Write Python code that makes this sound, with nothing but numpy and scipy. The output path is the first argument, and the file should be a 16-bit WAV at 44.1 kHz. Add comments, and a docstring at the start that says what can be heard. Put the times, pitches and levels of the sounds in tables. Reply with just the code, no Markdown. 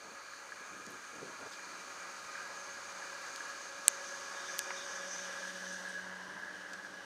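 """Skiing past a drag lift's drive station

Gliding past on skis: each part of the station swells as it nears and fades behind, with the structure between.
Wavering harmonics make the gear drive's hum, small contacts ring steel resonances as rope and wheel rattle,
and shaped noise makes rumble, roar and a machine hiss that changes colour on the way. Filtered noise makes
scuffs, crunches and squeaks of snow, a low groan and a soft rumble; sharp ticks sound at the microphone."""
import sys
import numpy as np
from scipy import signal
from scipy.fft import rfft, irfft, next_fast_len
from scipy.io import wavfile

SR = 44100
rng = np.random.default_rng(int(sys.argv[2]) if len(sys.argv) > 2 else 0)


def to_wav(sig):
    """Store sig (one row per channel, or 1-D mono) as 16-bit WAV at the path in sys.argv[1].

    Samples outside -1..1 are clipped; the rate is SR.
    """
    pcm = np.clip(np.atleast_2d(sig), -1, 1) * 32767
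    pcm = np.round(pcm).astype(np.int16)
    wavfile.write(sys.argv[1], SR, pcm.T)  # frames by channels


N = 310884
TIME = np.arange(N) / SR  # seconds


def from_db(db):
    """Decibels to gain."""
    return 10 ** (np.asarray(db) / 20)


def rms_one(x):
    """Scale to unit rms."""
    return x / np.sqrt(np.mean(x ** 2) + 1e-20)


def drift(rate_hz):
    """Slow random wander of rms 1: white noise through two equal low-pass poles at the given rate."""
    hop = 40  # samples from one slow value to the next
    warm_up = 2000  # slow values dropped while the filter settles
    pole = np.exp(-2 * np.pi * rate_hz * hop / SR)
    white = rng.standard_normal(N // hop + 2 + warm_up)
    slow = signal.lfilter([1], [1, -2 * pole, pole ** 2], white)[warm_up:]
    return np.interp(np.arange(N) / hop, np.arange(len(slow)), rms_one(slow))


def noise(spectrum):
    """Noise of a given colour, dying away beyond its ends; rms 1."""
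    hz, db = np.transpose(spectrum)
    size = next_fast_len(N)
    bins = np.maximum(np.fft.rfftfreq(size, 1 / SR), 1)
    gain = from_db(np.interp(np.log(bins), np.log(hz), db))
    gain *= np.minimum(bins / hz[0], 1) ** 2 * np.minimum(hz[-1] / bins, 1) ** 2
    return rms_one(irfft(gain * rfft(rng.standard_normal(size)), size)[:N])


def resonate(x, hz, width_hz):
    """One resonance, a pole pair whose gain is about 1 on top."""
    r = np.exp(-np.pi * width_hz / SR)
    zeros = np.array([1, 0, -1]) * (1 - r * r) / 2
    poles = [1, -2 * r * np.cos(2 * np.pi * hz / SR), r * r]
    return signal.lfilter(zeros, poles, x + 1e-18)


def band_noise(hz, width_hz, size=N):
    """Noise through the same resonance twice, for steep flanks; rms 1."""
    single_hz = width_hz * 1.55  # each pass is wider, so that the pair has the given width
    once = resonate(rng.standard_normal(size), hz, single_hz)
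    return rms_one(resonate(once, hz, single_hz))


def contacts(per_s, spread_db):
    """Random small impacts of uneven strength and either sign."""
    sizes = from_db(spread_db * np.minimum(rng.exponential(1, N), 4)) * rng.choice([-1, 1], N)
    return sizes * (rng.random(N) < per_s / SR)


def tone(cycles, order, waver_db, waver_hz, smear_rad):
    """A harmonic whose level and phase waver as the sound paths shift; rms 1."""
    phase = 2 * np.pi * (order * cycles + rng.random()) + smear_rad * drift(waver_hz)
    return rms_one(np.sin(phase) * from_db(waver_db * drift(waver_hz)))


def step(s, turning_s):
    """A smooth change from 0 to 1 around a moment."""
    return .5 + .5 * np.tanh((TIME - s) / (2 * turning_s))


def swell(s, length_s):
    """A smooth rise to 1 and back around a moment."""
    return np.exp(-(2 * (TIME - s) / length_s) ** 2)


def passing(part):
    """Level in dB of a part passed at steady speed: one over distance, with a change once screened."""
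    # Each part of the station: closest at in seconds, level there in dB before screening, time from there
    # to fall 3 dB in seconds, screened from in seconds, screening loss in dB (negative is a gain).
    station_parts = { "mesh tone": (6, -61, 0.56, 6.5, 1), "second harmonic": (5, -64.5, 1.06, 5, 4),
                     "third harmonic": (5.5, -54.5, 1.15, 5.5, 4.5),
                     "middle harmonics": (4, -66, 1, 7.5, -1.5), "ninth harmonic": (5, -60, 2, 2, 0.5),
                     "motor": (7, -69, 0.5, 7.0, -3), "rumble": (7, -62, 4.5, 7.0, -2),
                     "roar": (4.5, -52.5, 4, 5.5, 1.2), "wheel": (6.0, -47.5, 1.74, 6.5, 2.5),
                     "wheel rim": (6.5, -53, 0.06, 7.0, 3), "frame": (4.5, -52, 4.0, 5.5, 13.5),
                     "hiss": (5, -51, 2.5, 6, 6), }
    closest_s, db, reach_s, screened_s, loss_db = station_parts[part]
    distance_db = 10 * np.log10(1 + ((TIME - closest_s) / reach_s) ** 2)
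    return db - distance_db - loss_db * step(screened_s, turning_s=.12)


def gear_level(part, order):
    """Gain of one gear harmonic: its pass with its swells and fades."""
    # Single gear tones swell or fade on the way.
    # Each row: centre in seconds, length in seconds, change in dB, number of the harmonic.
    tone_swells = [(0.14, 0.51, -5, 1), (1.7, 1.9, 4, 1), (3.65, .8, -9, 1), (1.0, .5, -5, 3),
                   (4.5, .25, 1, 3), (6.45, 0.73, -5, 3), (0.84, .5, -2, 9), (2.46, 0.32, 10.5, 9),
                   (4.876, 0.23, 8, 9), (5.9, 0.43, 6.5, 9)]
    change_db = sum(db * swell(s, length) for s, length, db, k in tone_swells if k == order)
    return from_db(passing(part) + change_db)


def drive():
    """Harmonics of the gear mesh on one slightly unsteady speed, and the motor's electric hum."""
    # Middle gear harmonics. Each row: multiple of the mesh tone, level in dB re their shared pass.
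    gear_orders = [(4, -7), (5, -0.5), (6, 4), (7, -3.5)]
    # Steady motor tones. Each row: frequency in Hz, level in dB re the motor's pass.
    motor_tones = [(100, -18.5), (200, 0), (300, 0), (600, 4)]
    mesh_hz = 185.25 * (1 + .0008 * drift(2.5))
    cycles = np.cumsum(mesh_hz) / SR
    third = gear_level("third harmonic", order=3)
    out = gear_level("mesh tone", order=1) * tone(cycles, 1, waver_db=1.8, waver_hz=3.1, smear_rad=0.16)
    out += gear_level("second harmonic", order=2) * tone(cycles, 2, waver_db=2.0, waver_hz=3.1, smear_rad=0.39)
    out += third * tone(cycles, 3, waver_db=1.7, waver_hz=6.5, smear_rad=0.82)
    out += gear_level("ninth harmonic", order=9) * tone(cycles, 9, waver_db=6.5, waver_hz=12, smear_rad=0.5)
    middle_db, motor_db = passing("middle harmonics"), passing("motor")
    for order, db in gear_orders:
        out += from_db(middle_db + db) * tone(cycles, order, waver_db=3.0, waver_hz=6.1, smear_rad=0.345)
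    for hz, db in motor_tones:
        out += from_db(motor_db + db) * tone(hz * TIME, 1, waver_db=-4.0, waver_hz=2.02, smear_rad=0.17)
    # uneven teeth spread a rough skirt round the strongest harmonic
    return out + third * from_db(-5.0) * band_noise(561.3, 52)


def wheel(rattle_db):
    """The rope grinds through the wheel: dense small contacts and a few knocks ring the same modes."""
    # Each row: frequency in Hz, width in Hz, level in dB ahead of the broad resonance over them all.
    wheel_modes = [(1456, 34, -23), (1590, 70, 5.5), (1663.6, 36, 10.5), (1745, 80, -28.5), (1870, 56, -19)]
    # Each row: moment in seconds, peak level in dB.
    knock_rows = [(.3353, -39), (.521, -35.5), (1.044, -41), (1.594, -37.5), (2.354, -36), (3.406, -34),
                  (5.6654, -35), (5.9964, -36), (6.848, -36)]

    def ring(x):
        modes = sum(from_db(db) * resonate(x, hz, width) for hz, width, db in wheel_modes)
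        return resonate(modes, 1594, 800)

    rattle = rms_one(ring(contacts(per_s=1000, spread_db=1.3)))
    rattle *= from_db(rattle_db + 1.2 * drift(3.4))
    blows = np.zeros(N)
    for s, db in knock_rows:
        blows[int(s * SR)] = from_db(db)
    one_blow_peak = np.abs(ring(signal.unit_impulse(SR // 10))).max()
    return rattle + ring(blows) / one_blow_peak


def wheel_rim():
    """A brighter rattle of the rim: a band of noise, heard only close to the wheel."""
    return from_db(passing("wheel rim") + 1.5 * drift(12)) * band_noise(1710, 130)


def frame(ring_db):
    """The steel frame sings along in its own resonances, each surging by itself."""
    # Each row: frequency in Hz, width in Hz, level in dB re the other modes' scale.
    frame_modes = [(1074, 87, -5), (1182, 24, -6), (1238, 26, 4.5), (1316, 70, -7), (1395, 73, -0.5),
                   (2236, 124, -9), (2402, 86, -2.5)]
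    singing = np.zeros(N)
    for hz, width, db in frame_modes:
        mode = resonate(contacts(per_s=3000, spread_db=0.0), hz, width)
        singing += from_db(db + 1.12 * drift(3.8)) * mode
    band = signal.butter(8, [800, 2550], "band", fs=SR, output="sos")
    return from_db(ring_db) * rms_one(signal.sosfilt(band, singing))


def hangers():
    """A loose hanger clacks: a sudden clatter of band noise that dies away exponentially."""
    # Each row: start in seconds, level in dB, decay in seconds, centre in Hz, width in Hz.
    clack_rows = [(4.705, -32.5, 0.0064, 1290, 680), (4.908, -47, 0.0052, 1540, 700),
                  (6.733, -43.5, .0045, 4540, 2730), (6.736, -43.5, 0.016, 1590, 300)]
    out, age = np.zeros(N), TIME[:SR // 10]
    for s, db, decay, hz, width in clack_rows:
        at = round(s * SR)
        clatter = np.exp(-age / decay) * band_noise(hz, width, size=len(age))
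        out[at:at + len(age)] += from_db(db) * clatter
    return out


def hiss(hiss_db):
    """Machine hiss; its colour shifts as the station passes overhead, and each resonance wavers."""
    # Colours far off, approaching, under the wheel and past it.
    # Each row of a colour: frequency in Hz, relative level in dB per Hz.
    colours = [[(2000, -21), (2600, -4), (2880, -2), (3350, -6), (4400, -3), (5300, -8), (6470, 4.5),
                (6750, 1.5), (7450, -9.5), (8900, -8), (9650, -15.5), (10500, -15), (11500, -21.5),
                (15300, -22)], [(2000, -28), (2600, -8), (2880, -3), (3300, -8.5), (4650, -0.5),
                                  (5300, -6), (6470, -0.5), (6900, -3.5), (7450, -10.5), (8600, -10.5),
                                  (9400, -16.5), (10500, -17.5), (11500, -25.5), (15300, -26.5)], [(2200, -31.5), (2650, -12.5), (2930, -4.5),
                                                         (3200, -8), (3630, -5.5), (4090, -17),
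                                                         (4500, -4.5), (6190, -4), (6750, -3.5),
                                                         (7350, -20), (8210, -9.5), (9310, -19.5),
                                                         (12000, -27), (15300, -36)], [(2000, -48), (2600, -10.5),
                                                                             (2970, -11), (3400, -8.5),
                                                                             (4400, -8), (5200, -9.5),
                                                                             (6000, -6.5), (6700, -9.5),
                                                                             (7500, -18.5), (8100, -15.5),
                                                                             (9600, -19.5), (11500, -28.5),
                                                                             (15300, -31)]]
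    # Turns from each colour to the next. Each row: middle in seconds, turning time in seconds.
    hiss_turns = [(1.65, 0.52), (4.35, 0.21), (5.5, 0.23)]
    # Resonances and thin whistles. Each row: frequency in Hz, width in Hz, level in dB re the hiss,
    # stage where heard (0 far to 3 past; a stage below that range is silent).
    hiss_peaks = [(4420, 510, -9, 0), (6490, 200, 1, -2), (4190, 17, -19, 2), (6400, 320, -9.5, 1),
                  (3660, 300, -11.5, 2), (6080, 540, -3.5, 2), (2970, 210, -9, 3), (7840, 13, -24, 3)]
    stage = sum(step(s, turning_s) for s, turning_s in hiss_turns)

    def share(where):
        return np.sqrt(np.clip(1 - np.abs(stage - where), 0, 1))

    out = sum(share(k) * noise(colour) for k, colour in enumerate(colours))
    for hz, width, db, where in hiss_peaks:
        out += share(where) * from_db(db + 4.0 * drift(3.5)) * band_noise(hz, width)
    return from_db(hiss_db + .5 * drift(23)) * out


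def snow_and_low_sounds():
    """Low-passed grains make dull scuffs, a low groan and a soft rumble; band noise, crisp crunches."""
    # Scuffs of packed snow, with a soft rumble at 1.78 s and a low groan at 6.33 s.
    # Each row: centre in seconds, length in seconds, level in dB, top frequency in Hz.
    dull_rows = [(.08, 0.13, -58.5, 800), (0.62, 0.034, -58.5, 660), (0.775, 0.11, -58, 500),
                 (0.91, .11, -57, 438), (1.236, .17, -54.5, 597), (1.227, 0.023, -53, 493),
                 (1.433, 0.066, -54, 760), (1.469, 0.02, -52, 1000), (1.78, 0.3, -66, 420),
                 (6.33, 0.11, -60.5, 320)]
    # Crunches and scrapes of snow under the skis. Each row: centre in seconds, length in seconds,
    # level in dB, centre in Hz, width in Hz.
    crunch_rows = [(.906, 0.0026, -58, 12000, 2500), (0.92, 0.002, -53.5, 8000, 5000),
                   (1.533, 0.027, -53.5, 3800, 2500), (5.734, 0.026, -62, 8800, 600),
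                   (5.895, 0.016, -59, 8850, 503)]
    out = np.zeros(N)
    grains = rng.standard_normal(N) * from_db(1.0 * drift(90))
    grains = signal.sosfilt(signal.butter(2, 215, "high", fs=SR, output="sos"), grains)
    for s, length, db, top_hz in dull_rows:
        low_pass = signal.butter(4, top_hz, fs=SR, output="sos")
        dull = rms_one(signal.sosfilt(low_pass, grains))
        flat_topped = np.exp(-.5 * (2 * (TIME - s) / length) ** 4)
        out += from_db(db) * flat_topped * dull
    for s, length, db, hz, width in crunch_rows:
        out += from_db(db) * np.exp(-2 * ((TIME - s) / length) ** 2) * band_noise(hz, width)
    return out


def squeaks(count):
    """Cold snow sticks and slips under a braking ski in one even run, each slip a short squeak."""
    start_s, every_s, length_s = 6.118, 0.086, 0.048
    slips = np.zeros(N)
    for k in range(count):
        since_slip = TIME - start_s - k * every_s
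        slips += np.exp(-2 * (since_slip / length_s) ** 2)
    return from_db(-54.5) * slips * band_noise(1000, 130)


def ticks():
    """Dry ticks at the microphone: a broad snap and a bright ring that is over within a millisecond."""
    # Each row: start in seconds, peak of the ring in dB, its centre in Hz, its width in Hz,
    # peak of the broad snap in dB re the ring.
    tick_rows = [(0.8662, -35, 5660, 5000, -14), (2.4770, -52, 13000, 5000, -14),
                 (3.2180, -46, 10000, 6000, -12), (3.3610, -28.5, 4300, 5000, -10),
                 (3.8814, 0, 7930, 3300, -2), (4.5872, -27, 12000, 5000, -16),
                 (4.5920, -20.5, 6360, 5000, 8)]
    out, kick = np.zeros(N), signal.unit_impulse(SR // 100)
    snap = resonate(kick, 2530, 6980)
    snap /= np.abs(snap).max()
    for s, db, hz, width, snap_db in tick_rows:
        ring = resonate(resonate(kick, hz, width), hz, width)
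        ring /= np.abs(ring).max()
        at = round(s * SR)
        out[at:at + len(kick)] -= from_db(db) * (ring + from_db(snap_db) * snap)
    return out


def roar(surge_db):
    """The station's roar: noise of one broad colour with a quick waver in level."""
    # Each row: frequency in Hz, relative level in dB per Hz.
    roar_colour = [(300, -36), (450, -4.5), (560, -3.5), (680, -3), (900, 0), (1100, -1), (1400, 0.5),
                   (1650, 0), (1830, -10.5), (1950, 1), (2100, -8.5), (2650, -21), (4000, -40)]
    return from_db(passing("roar") + surge_db + 1.4 * drift(10)) * noise(roar_colour)


def rumble():
    """The low bed of the station: deep noise that follows its pass alone."""
    # Each row: frequency in Hz, relative level in dB per Hz.
    rumble_colour = [(20, -30), (50, -18.5), (75, -13), (97, -7.5), (120, -9), (142, -13.5), (195, -4.5),
                     (230, -5), (300, -0.5), (380, -2), (500, -4), (650, -10)]
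    return from_db(passing("rumble")) * noise(rumble_colour)


def scene():
    """All sources meet at one microphone, heard alike in both channels."""
    # The running noise surges or sinks. Each row: centre in seconds, length in seconds,
    # then the change of wheel, frame, hiss and roar in dB.
    surge_rows = [(.85, 0.92, 3, 0.5, 0.5, -2.5), (1.853, 0.98, 0.5, 1, 1, 0.5), (2.377, .1, 6, 1, 1, -0.5),
                  (3.336, 0.28, 1.5, 0.5, 1, .5), (3.75, 0.39, -1, -1.5, -1.2, -1.5),
                  (4.537, 0.087, 3, 2.5, 1, 0), (6.042, 0.66, 1, -0.5, -1.5, 0)]
    surges_db = sum(np.outer(gains_db, swell(s, length)) for s, length, *gains_db in surge_rows)
    wheel_db, frame_db, hiss_db, roar_db = surges_db
    lift = drive() + wheel(passing("wheel") + wheel_db) + wheel_rim()
    lift += frame(passing("frame") + frame_db) + hangers()
    lift += hiss(passing("hiss") + hiss_db) + roar(roar_db) + rumble()
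    mono = lift + snow_and_low_sounds() + squeaks(count=4) + ticks()
    return np.array([mono, mono])


def record(dry):
    """The loudest tick overloads and clips; then a steep low-pass cuts the top, 60 dB down by 15.8 kHz."""
    top_cut = signal.cheby2(18, 60, 15800, fs=SR, output="sos")
    return signal.sosfilt(top_cut, np.clip(dry, -1, 1))


dry = scene()
out = record(dry)
to_wav(out)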